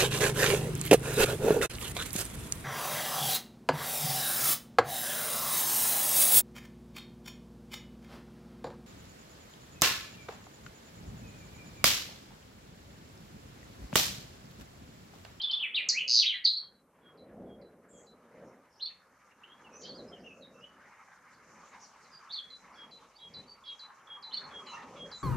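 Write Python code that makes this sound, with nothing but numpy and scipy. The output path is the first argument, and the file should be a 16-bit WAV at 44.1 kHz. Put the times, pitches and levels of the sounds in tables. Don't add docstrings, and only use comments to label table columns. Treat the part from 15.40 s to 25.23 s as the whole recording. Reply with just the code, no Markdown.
import sys
import numpy as np
from scipy import signal
from scipy.fft import rfft, irfft
from scipy.io import wavfile
from scipy.ndimage import uniform_filter1d

SR = 44100
rng = np.random.default_rng(int(sys.argv[2]) if len(sys.argv) > 2 else 0)


def file_out(sig):
    cols = np.atleast_2d(sig).T
    lim = np.clip(cols, -1, 1)
    pcm = np.round(lim * 32767).astype(np.int16)
    wavfile.write(sys.argv[1], SR, pcm)


N = 433490


def from_db(db):
    return 10 ** (np.asarray(db) / 20)


def rms_one(x):
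    return x / np.sqrt(np.mean(x ** 2) + 1e-20)


def in_time(rows):
    s, *columns = np.transpose(rows)
    return [np.interp(np.arange(N) / SR, s, c) for c in columns]


def at_hz(points, hz):
    points_hz, points_db = np.transpose(points)
    return np.interp(np.log(hz), np.log(points_hz), points_db)


def filtered(x, order, hz, kind):
    return signal.sosfilt(signal.butter(order, hz, kind, fs=SR, output="sos"), x)


def drift(rate_hz, size):
    r, run_in = np.exp(-2 * np.pi * rate_hz / SR), int(SR / rate_hz)
    white = rng.standard_normal(size + run_in)
    slow = signal.lfilter([1], [1, -2 * r, r * r], white)[run_in:]
    return slow * np.sqrt((1 - r * r) ** 3 / (1 + r * r))


def stereo(mid, side, side_db):
    return mid + from_db(side_db) * side * [[1], [-1]]


# f/Hz, side re mid/dB
NOISE_WIDTH = [(30, -21.5), (120, -34), (400, -35), (900, -17.5), (2500, -9), (8000, -0.5), (13000, -4)]


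def widened(mid, side, hz):
    return stereo(mid, side, at_hz(NOISE_WIDTH, hz))


def banded_noise(spectrum, patchy_db, patch_rate_hz):
    low_hz, high_hz = spectrum[0][0], spectrum[-1][0]
    edges = np.geomspace(low_hz, high_hz, int(2.5 * np.log2(high_hz / low_hz)) + 2)
    white = rng.standard_normal((2, 2, N))
    together = drift(patch_rate_hz, size=N)
    coarse_size = N // 40 + 2
    out = 0
    for k, (low, high) in enumerate(zip(edges, edges[1:])):
        mid, side = filtered(white[k % 2], 2, [low, high], "band")
        centre_hz = np.sqrt(low * high)
        coarse = drift(40 * patch_rate_hz, size=coarse_size)
        patches = np.interp(np.arange(N) / 40, np.arange(coarse_size), coarse)
        level_db = at_hz(spectrum, centre_hz) + patchy_db * (patches + .6 * together)
        out = out + from_db(level_db) * widened(mid, side, centre_hz)
    return rms_one(out)


# f/Hz, relative level/dB per Hz
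HISS_SPECTRUM = [(25, -10), (50, 2.5), (100, 6.5), (300, 0.5), (1200, 1), (2400, -14), (6000, -22),
                 (9000, -13), (12000, -14.5), (15000, -23.5)]
HISS_RMS_DB = -74.5


def hiss():
    hz = np.maximum(np.fft.rfftfreq(N, 1 / SR), 1)
    mid, side = rfft(rng.standard_normal((2, N))) * from_db(at_hz(HISS_SPECTRUM, hz)) * (hz > 20)
    return from_db(HISS_RMS_DB) * rms_one(irfft(widened(mid, side, hz), N))


# t/s, level/dB
HUM_LEVEL = [(0, -100), (4.4, -100), (5.1, -89), (6, -103), (7.2, -80), (8.2, -80), (8.8, -98), (9.6, -74)]
HUM_HZ, HUM_WAVER_HZ, HUM_FLUTTER_DB = 54, 3.9, 2.5


def hum():
    pitch_hz = HUM_HZ + HUM_WAVER_HZ * drift(3.0, size=N)
    level_db = in_time(HUM_LEVEL)[0] + HUM_FLUTTER_DB * drift(2.5, size=N)
    return from_db(level_db) * np.sin(2 * np.pi * np.cumsum(pitch_hz) / SR)


# f/Hz, relative level/dB per Hz
RUMBLE_SPECTRUM = [(35, -31), (60, -10), (115, -13), (140, -7.5), (220, -0.5), (330, -5.5), (560, 1),
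                   (720, -12), (1000, -28)]
# t/s, upper level/dB, deep level/dB
RUMBLE_CURVE = [(0.0, -70, -80.5), (0.66, -64, -74), (0.93, -76, -78), (1.53, -70, -83), (2.05, -47, -54.5),
                (2.49, -64, -78), (2.57, -55, -69.5), (2.9, -64.5, -78), (3.06, -51.5, -70),
                (3.34, -74, -86.5), (4.05, -72.5, -82), (4.6, -48.5, -61.5), (5.75, -76, -81),
                (6.16, -62.5, -71), (6.6, -72.5, -77), (7.61, -64, -77), (7.77, -74.5, -86),
                (7.99, -59.5, -55.5), (8.16, -71.5, -82), (8.79, -71, -83), (9.04, -59.5, -64),
                (9.28, -62, -72.5), (9.64, -51.5, -59), (9.83, -75, -68)]
RUMBLE_SPLIT_HZ = 180


def rumble():
    upper_db, deep_db = in_time(RUMBLE_CURVE)
    noise = banded_noise(RUMBLE_SPECTRUM, patchy_db=2.0, patch_rate_hz=6.0)
    upper = rms_one(filtered(noise, 4, RUMBLE_SPLIT_HZ, "high"))
    deep = rms_one(filtered(noise, 4, RUMBLE_SPLIT_HZ, "low"))
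    return from_db(upper_db) * upper + from_db(deep_db) * deep


# f/Hz, relative level/dB per Hz
RUSTLE_SPECTRUM = [(350, -36), (600, -16.5), (811, -4.5), (1030, 1), (1960, -8), (2820, -21), (4000, -26),
                   (5200, -53), (8800, -120)]
# t/s, level before brightening/dB, gain of the upper part/dB
RUSTLE_CURVE = [(0, -62, -0.5), (.5, -65.5, -4.5), (.82, -74, -10.5), (1.5, -74, 1), (1.65, -66.5, -0.5),
                (2.2, -72, -5), (3.0, -63.5, 1), (3.6, -68, -5), (3.85, -62.5, -3.5), (4.55, -62, 0.5),
                (5.04, -68, -11), (5.6, -59, -6), (5.94, -62.5, -11.5), (6.25, -54.5, 4), (7.09, -63, -3.5),
                (7.6, -58, 4), (8.1, -62.5, 6), (8.8, -57, -4), (9.33, -48, 6), (9.83, -59, 1)]
CRISP_FROM_HZ = 1500


def rustle():
    level_db, bright_db = in_time(RUSTLE_CURVE)
    leaves = from_db(level_db) * banded_noise(RUSTLE_SPECTRUM, patchy_db=3.0, patch_rate_hz=9.0)
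    crisp = filtered(leaves, 4, CRISP_FROM_HZ, "high")
    return leaves + (from_db(bright_db) - 1) * crisp


# f/Hz, relative level/dB per Hz
SHIMMER_SPECTRUM = [(3200, -28.5), (4300, -15.5), (5300, -3), (6600, -8), (7500, -12), (9000, -29)]
# t/s, level/dB
SHIMMER_LEVEL = [(1.3, -89.5), (2.3, -88.5), (2.96, -81), (4.13, -79.5), (4.6, -70.5), (4.98, -79.5),
                 (5.65, -72.5), (6.05, -72.5), (6.36, -67), (7.3, -72.5), (8.76, -75), (9.23, -65.5),
                 (9.83, -69)]


def shimmer():
    noise = banded_noise(SHIMMER_SPECTRUM, patchy_db=2.1, patch_rate_hz=12.0)
    return from_db(in_time(SHIMMER_LEVEL)[0]) * noise


def wood(x, close_t60_s, close_db, far_t60_s, far_db, reach_s, side_db):
    t = np.arange(SR // 2) / SR
    close = from_db(-60 * t / close_t60_s) * (1 - np.exp(-(t / 0.0039) ** 2))
    far = from_db(-60 * t / far_t60_s) * (1 - np.exp(-(t / 0.024) ** 2))
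    far = far * np.exp(-(t / reach_s) ** 4)
    shape = from_db(close_db) * close / np.linalg.norm(close) + from_db(far_db) * far / np.linalg.norm(far)
    bright = rng.standard_normal((2, len(t))) * shape
    dull = filtered(bright, 4, 5200, "low")
    mid, side = dull + (bright - dull) * from_db(-60 * t / 1.3)
    return signal.fftconvolve(x[None], stereo(mid, side, side_db), axes=1)[:, :N]


# f/Hz, level re fundamental/dB
OVERTONE_LEVEL = [(4000, -58), (6500, -52), (8300, -41), (10000, -52), (11200, -59), (12500, -45),
                  (14000, -64)]


def add(out, note, fade_s, waver_hz=0, flutter_db=0, partials=()):
    s, hz, level_db = np.transpose(note)
    first, last = s.min(), s.max()
    i = np.arange(max(int((first - fade_s) * SR), 0), min(int((last + fade_s) * SR), N))
    t = i / SR
    pitch = np.interp(t, s, hz) + waver_hz * drift(150, size=len(i))
    phase = 2 * np.pi * (np.cumsum(pitch) / SR + rng.random())
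    outside_s = np.maximum(first - t, t - last)
    ends = np.sin(np.pi / 2 * np.clip(1 - outside_s / fade_s, 0, 1)) ** 2
    level = from_db(np.interp(t, s, level_db) + flutter_db * drift(250, size=len(i)))
    level = uniform_filter1d(uniform_filter1d(level, size=15), size=15)
    tone = np.sin(phase)
    for k in partials:
        tone = tone + from_db(at_hz(OVERTONE_LEVEL, k * pitch)) * np.sin(k * phase)
    out[i] += np.sqrt(2) * ends * level * tone


def glide(row, swell_db, fade_db):
    s, swell_ms, fade_ms, start_hz, loud_hz, end_hz, level_db = row
    u = np.linspace(-1, 1, 9)
    times = s + u * np.where(u < 0, swell_ms, fade_ms) / 1000
    pitch = np.interp(u, [-1, 0, 1], [start_hz, loud_hz, end_hz])
    level = level_db - np.where(u < 0, swell_db, fade_db) * np.abs(u) ** 1.6
    return np.transpose([times, pitch, level])


def repeated(phrase, s, level_db):
    return list(np.array(phrase) + [s, 0, 0, 0, 0, 0, level_db])


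def placed(shape, s, level_db, tuning=1):
    return np.array(shape) * [1 / 1000, tuning, 1] + [s, 0, level_db]


# loudest t/s, swell/ms, fade/ms, start f/Hz, loudest f/Hz, end f/Hz, relative level/dB
FAR_WARBLES = [(2.58, 80, 57, 7480, 6820, 6940, -62.5), (3.06, 15, 62, 6130, 6050, 5500, -76),
               (3.39, 90, 10, 5560, 5000, 5000, -71), (3.51, 50, 15, 2680, 2300, 2240, -61.5),
               (4.419, 40, 53, 6700, 6000, 5260, -57), (4.44, 15, 80, 4360, 4280, 3680, -55),
               (4.8, 20, 210, 5410, 5500, 6280, -73), (5.19, 15, 32, 5950, 5900, 5690, -70.5),
               (5.935, 10, 25, 4460, 4510, 4570, -71), (6.259, 15, 76, 6670, 6680, 6680, -68),
               (6.429, 20, 22, 6100, 5400, 4700, -55), (6.64, 20, 23, 4670, 4500, 4290, -66.5),
               (7.349, 20, 75, 5200, 5100, 4780, -67.5), (8.289, 30, 30, 4600, 3750, 2860, -56.5),
               (9.35, 80, 20, 6840, 5750, 5520, -61.5), (9.8, 60, 34, 6820, 7200, 7270, -61.5)]


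def far_warbles():
    out = np.zeros(N)
    for row in FAR_WARBLES:
        add(out, glide(row, swell_db=7, fade_db=10), .025, waver_hz=420, flutter_db=4.0)
    return out


# t/s, length/s, start f/Hz, end f/Hz, relative level at start/dB
HOLLOW_NOTES = [(8.5, 0.036, 1030, 1038, -55.5), (8.765, 0.0237, 1170, 990, -49),
                (9.055, 0.022, 857, 865, -47.5), (9.272, .045, 3004, 2820, -52.5),
                (9.32, 0.128, 920, 915, -47.5), (9.33, 0.044, 1280, 1240, -44),
                (9.336, 0.036, 2760, 2790, -49), (9.368, 0.048, 1900, 1810, -51)]
HOLLOW_FADE_DB = 10


def hollow_notes():
    out = np.zeros(N)
    for s, length_s, start_hz, end_hz, level_db in HOLLOW_NOTES:
        note = [(s, start_hz, level_db), (s + length_s, end_hz, level_db - HOLLOW_FADE_DB)]
        add(out, note, .012, waver_hz=70, flutter_db=3.0)
    return out


# loudest t/s, swell/ms, fade/ms, start f/Hz, loudest f/Hz, end f/Hz, level/dB
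CHIRP_NOTES = [(3.918, 5, 10, 2850, 2730, 2340, -64), (4.037, 3, 14, 2634, 2770, 3114, -51.5),
               (4.13, 66, 25, 3050, 3300, 3410, -62.5), (4.255, 15, 30, 3060, 2820, 2600, -58),
               (4.36, 55, 28, 2530, 2555, 2530, -63.5), (4.365, 35, 19, 5590, 6120, 5900, -57),
               (4.41, 20, 15, 5900, 6240, 6570, -58), (4.445, 7.6, 91, 3030, 3120, 3440, -55),
               (4.45, 22, 38, 4730, 4910, 4800, -55), (4.47, 18, 20, 4280, 4180, 4480, -55),
               (4.505, 35, 16, 4810, 4280, 4280, -50), (4.56, 34, 12, 4380, 4890, 4600, -55.5),
               (4.595, 32, 22, 4530, 4100, 3780, -55), (4.69, 15, 18, 5050, 5150, 5220, -60),
               (4.735, 14.4, 46, 3230, 3100, 2820, -57), (4.875, 38, 12, 2765, 2815, 2750, -53.5),
               (4.905, 15, 30, 2740, 2577, 2530, -54), (5.035, 23, 52, 4310, 3750, 3810, -57),
               (5.17, 30, 40, 2660, 2650, 2620, -67), (5.255, 45, 22, 2750, 3010, 3000, -54),
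               (6.75, 36, 50, 5110, 4750, 4860, -55.5), (6.912, 15, 15, 3290, 3650, 4200, -48),
               (6.93, 35, 20, 3500, 4710, 4600, -46), (6.94, 14, 29, 4180, 4370, 3430, -38),
               (6.974, 17, 6.5, 4700, 4200, 3870, -37.5), (6.995, 24, 19, 3650, 3405, 3320, -39.5),
               (7.77, 20, 3, 4250, 4730, 4750, -59.5), (7.82, 50, 30, 3700, 3860, 3800, -60),
               (8.12, 47, 11, 4550, 4540, 4570, -54.5), (8.3, 42, 44, 3870, 3784, 3850, -55.5),
               (8.94, 24, 27, 2990, 2985, 2990, -50.5), (9.055, 30, 10, 4360, 4220, 4080, -53)]
ARCH_CALL_NOTES = [(-.02, 14.3, 14, 2860, 3720, 3700, -17), (-.01, 23, 41, 3500, 4530, 4540, -21),
                   (0, 16, 10, 4030, 4270, 4116, -1), (.03, 14.55, 33, 3980, 3470, 3920, -14.5),
                   (.036, 17, 10.7, 4550, 4370, 3980, -3.5)]
# t/s, level/dB
ARCH_CALL_TIMES = [(3.432, -31.5), (8.944, -33.5)]


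def chirping_birds():
    out, notes = np.zeros(N), list(CHIRP_NOTES)
    for s, level_db in ARCH_CALL_TIMES:
        notes += repeated(ARCH_CALL_NOTES, s, level_db)
    for row in notes:
        add(out, glide(row, swell_db=14, fade_db=15), .004, waver_hz=49, flutter_db=3.0)
    return out


# t/ms, f/Hz, relative level/dB
HIGH_NOTE_SHAPE = [(-1.5, 5500, -17), (1.5, 4700, -3.5), (6, 4050, -2), (45, 4020, -6), (70.5, 4000, -9)]
LOW_NOTE_SHAPE = [(0, 3400, -6.5), (19.4, 3330, -0.5), (47.4, 3280, 3), (100.2, 3260, -4.5)]
# high note t/s, high level/dB, low level/dB, snap at the high note's start/dB
TIT_CALLS = [(0.919, -44.5, -61, -14), (1.34, -74, -70, -7.5), (1.774, -67.5, -71.5, -0.5),
             (2.215, -70, -75, 3), (2.665, -65.5, -77, -3), (7.098, -49, -65, -28), (7.511, -53, -58.5, 0),
             (7.939, -47.5, -58.5, 2), (8.393, -48.5, -51, 0), (8.826, -48, -54.5, 0),
             (9.263, -50.5, -54, -1), (9.716, -47, -55, 2)]
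LOW_NOTE_LEAD_S = .154


def tit():
    out = np.zeros(N)
    for s, high_db, low_db, snap_db in TIT_CALLS:
        high = placed(HIGH_NOTE_SHAPE, s, high_db)
        high[:2, 2] += snap_db
        add(out, high, .0015, waver_hz=16, flutter_db=3.0)
        low = placed(LOW_NOTE_SHAPE, s - LOW_NOTE_LEAD_S, low_db)
        add(out, low, .0015, waver_hz=18, flutter_db=2.0)
    return out


# t/ms, f/Hz, relative level/dB
PULSE_SHAPE = [(-2.5, 6800, -31.5), (0.35, 6100, -15), (0.5, 5400, -19), (2, 4770, 0), (3, 3900, -22)]
TRILL_PULSES, TRILL_START_S, TRILL_STEP_S = 16, .6788, .00865
TRILL_RUSH_S = .0025
TRILL_DB, TRILL_SOFT_START_DB, TRILL_UNEVEN_DB = -12, 12, 1.5
TRILL_GROWS_PULSES = 2.7
TRILL_SAG = .11


def trill(out):
    for k in range(TRILL_PULSES):
        fresh = np.exp(-k / TRILL_GROWS_PULSES)
        s = TRILL_START_S + k * TRILL_STEP_S - TRILL_RUSH_S * (1 - fresh)
        level_db = TRILL_DB - TRILL_SOFT_START_DB * fresh + TRILL_UNEVEN_DB * rng.standard_normal()
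        tuning = 1 - TRILL_SAG * (k / (TRILL_PULSES - 1)) ** 3
        add(out, placed(PULSE_SHAPE, s, level_db, tuning), .0005, partials=(2, 3))


# loudest t/s, swell/ms, fade/ms, start f/Hz, loudest f/Hz, end f/Hz, level/dB
SONG_NOTES = [(.209, 16, 6, 2853, 3275, 3780, -31.5), (.228, 17, 42, 3410, 2920, 1845, -33.5),
              (.357, 18.7, 4, 3040, 3970, 4640, -27.5), (.372, 14.8, 40, 3360, 2900, 1925, -31),
              (.492, 4.6, 3, 7675, 4700, 4200, -19), (.498, 4.6, 10, 6385, 4840, 3940, -20),
              (.585, 57, 12, 1850, 2680, 3480, -32.5), (.608, 8, 30, 3150, 2887, 2800, -35),
              (.822, 11.3, 26, 3940, 3350, 2026, -29.5), (.87, 25.5, 5, 2116, 3846, 3760, -28.5),
              (.884, 10, 36.5, 3750, 3320, 2627, -30), (.937, 36, 38, 2750, 2150, 1730, -41),
              (1.045, 4.2, 2, 4300, 4600, 4680, -36), (1.047, 1.6, 2, 5930, 6100, 6340, -48),
              (1.053, 5.6, 14, 4200, 4800, 3440, -19), (1.067, 2, 2, 6500, 6200, 5700, -48),
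              (1.073, 4.6, 15.5, 4720, 4250, 3700, -23.5), (1.134, 13, 18, 3704, 4350, 3990, -35),
              (1.18, 28, 10, 4150, 4450, 4050, -33.5)]
FLICK_SYLLABLE = [(-.008, 16, 7.4, 3066, 3130, 3340, -8.5), (.002, 4.5, 4.5, 3450, 4330, 5280, -7),
                  (.027, 13, 18, 3500, 3460, 3450, 0)]
# t/s, level/dB
FLICK_TIMES = [(0.016, -27), (.111, -26)]


def chaffinch():
    out, notes = np.zeros(N), list(SONG_NOTES)
    for s, level_db in FLICK_TIMES:
        notes += repeated(FLICK_SYLLABLE, s, level_db)
    for row in notes:
        note = glide(row, swell_db=19.5, fade_db=14)
        add(out, note, .0015, waver_hz=60, flutter_db=2.5, partials=(2, 3, 4))
    trill(out)
    return out


def scene():
    background = rumble() + rustle() + shimmer() + hiss() + hum()
    far = far_warbles() + hollow_notes()
    others = chirping_birds() + tit()
    near = chaffinch()
    far_wood = wood(others + from_db(1.5) * far, close_t60_s=.07, close_db=-4,
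                    far_t60_s=.5, far_db=-8.5, reach_s=.18, side_db=-7)
    near_wood = wood(near, close_t60_s=.08, close_db=-2.5,
                     far_t60_s=.41, far_db=-2, reach_s=.21, side_db=-10.5)
    rest = others * from_db([[-1.2], [1.2]]) + from_db(-7.0) * far + far_wood
    singer = near * from_db([[-.4], [.4]]) + near_wood
    singer = singer
    return background + rest + singer


CUTOFF_HZ = 14900


def record(dry):
    return signal.sosfilt(signal.ellip(12, .5, 60, CUTOFF_HZ, fs=SR, output="sos"), dry)


dry = scene()
out = record(dry)
file_out(out)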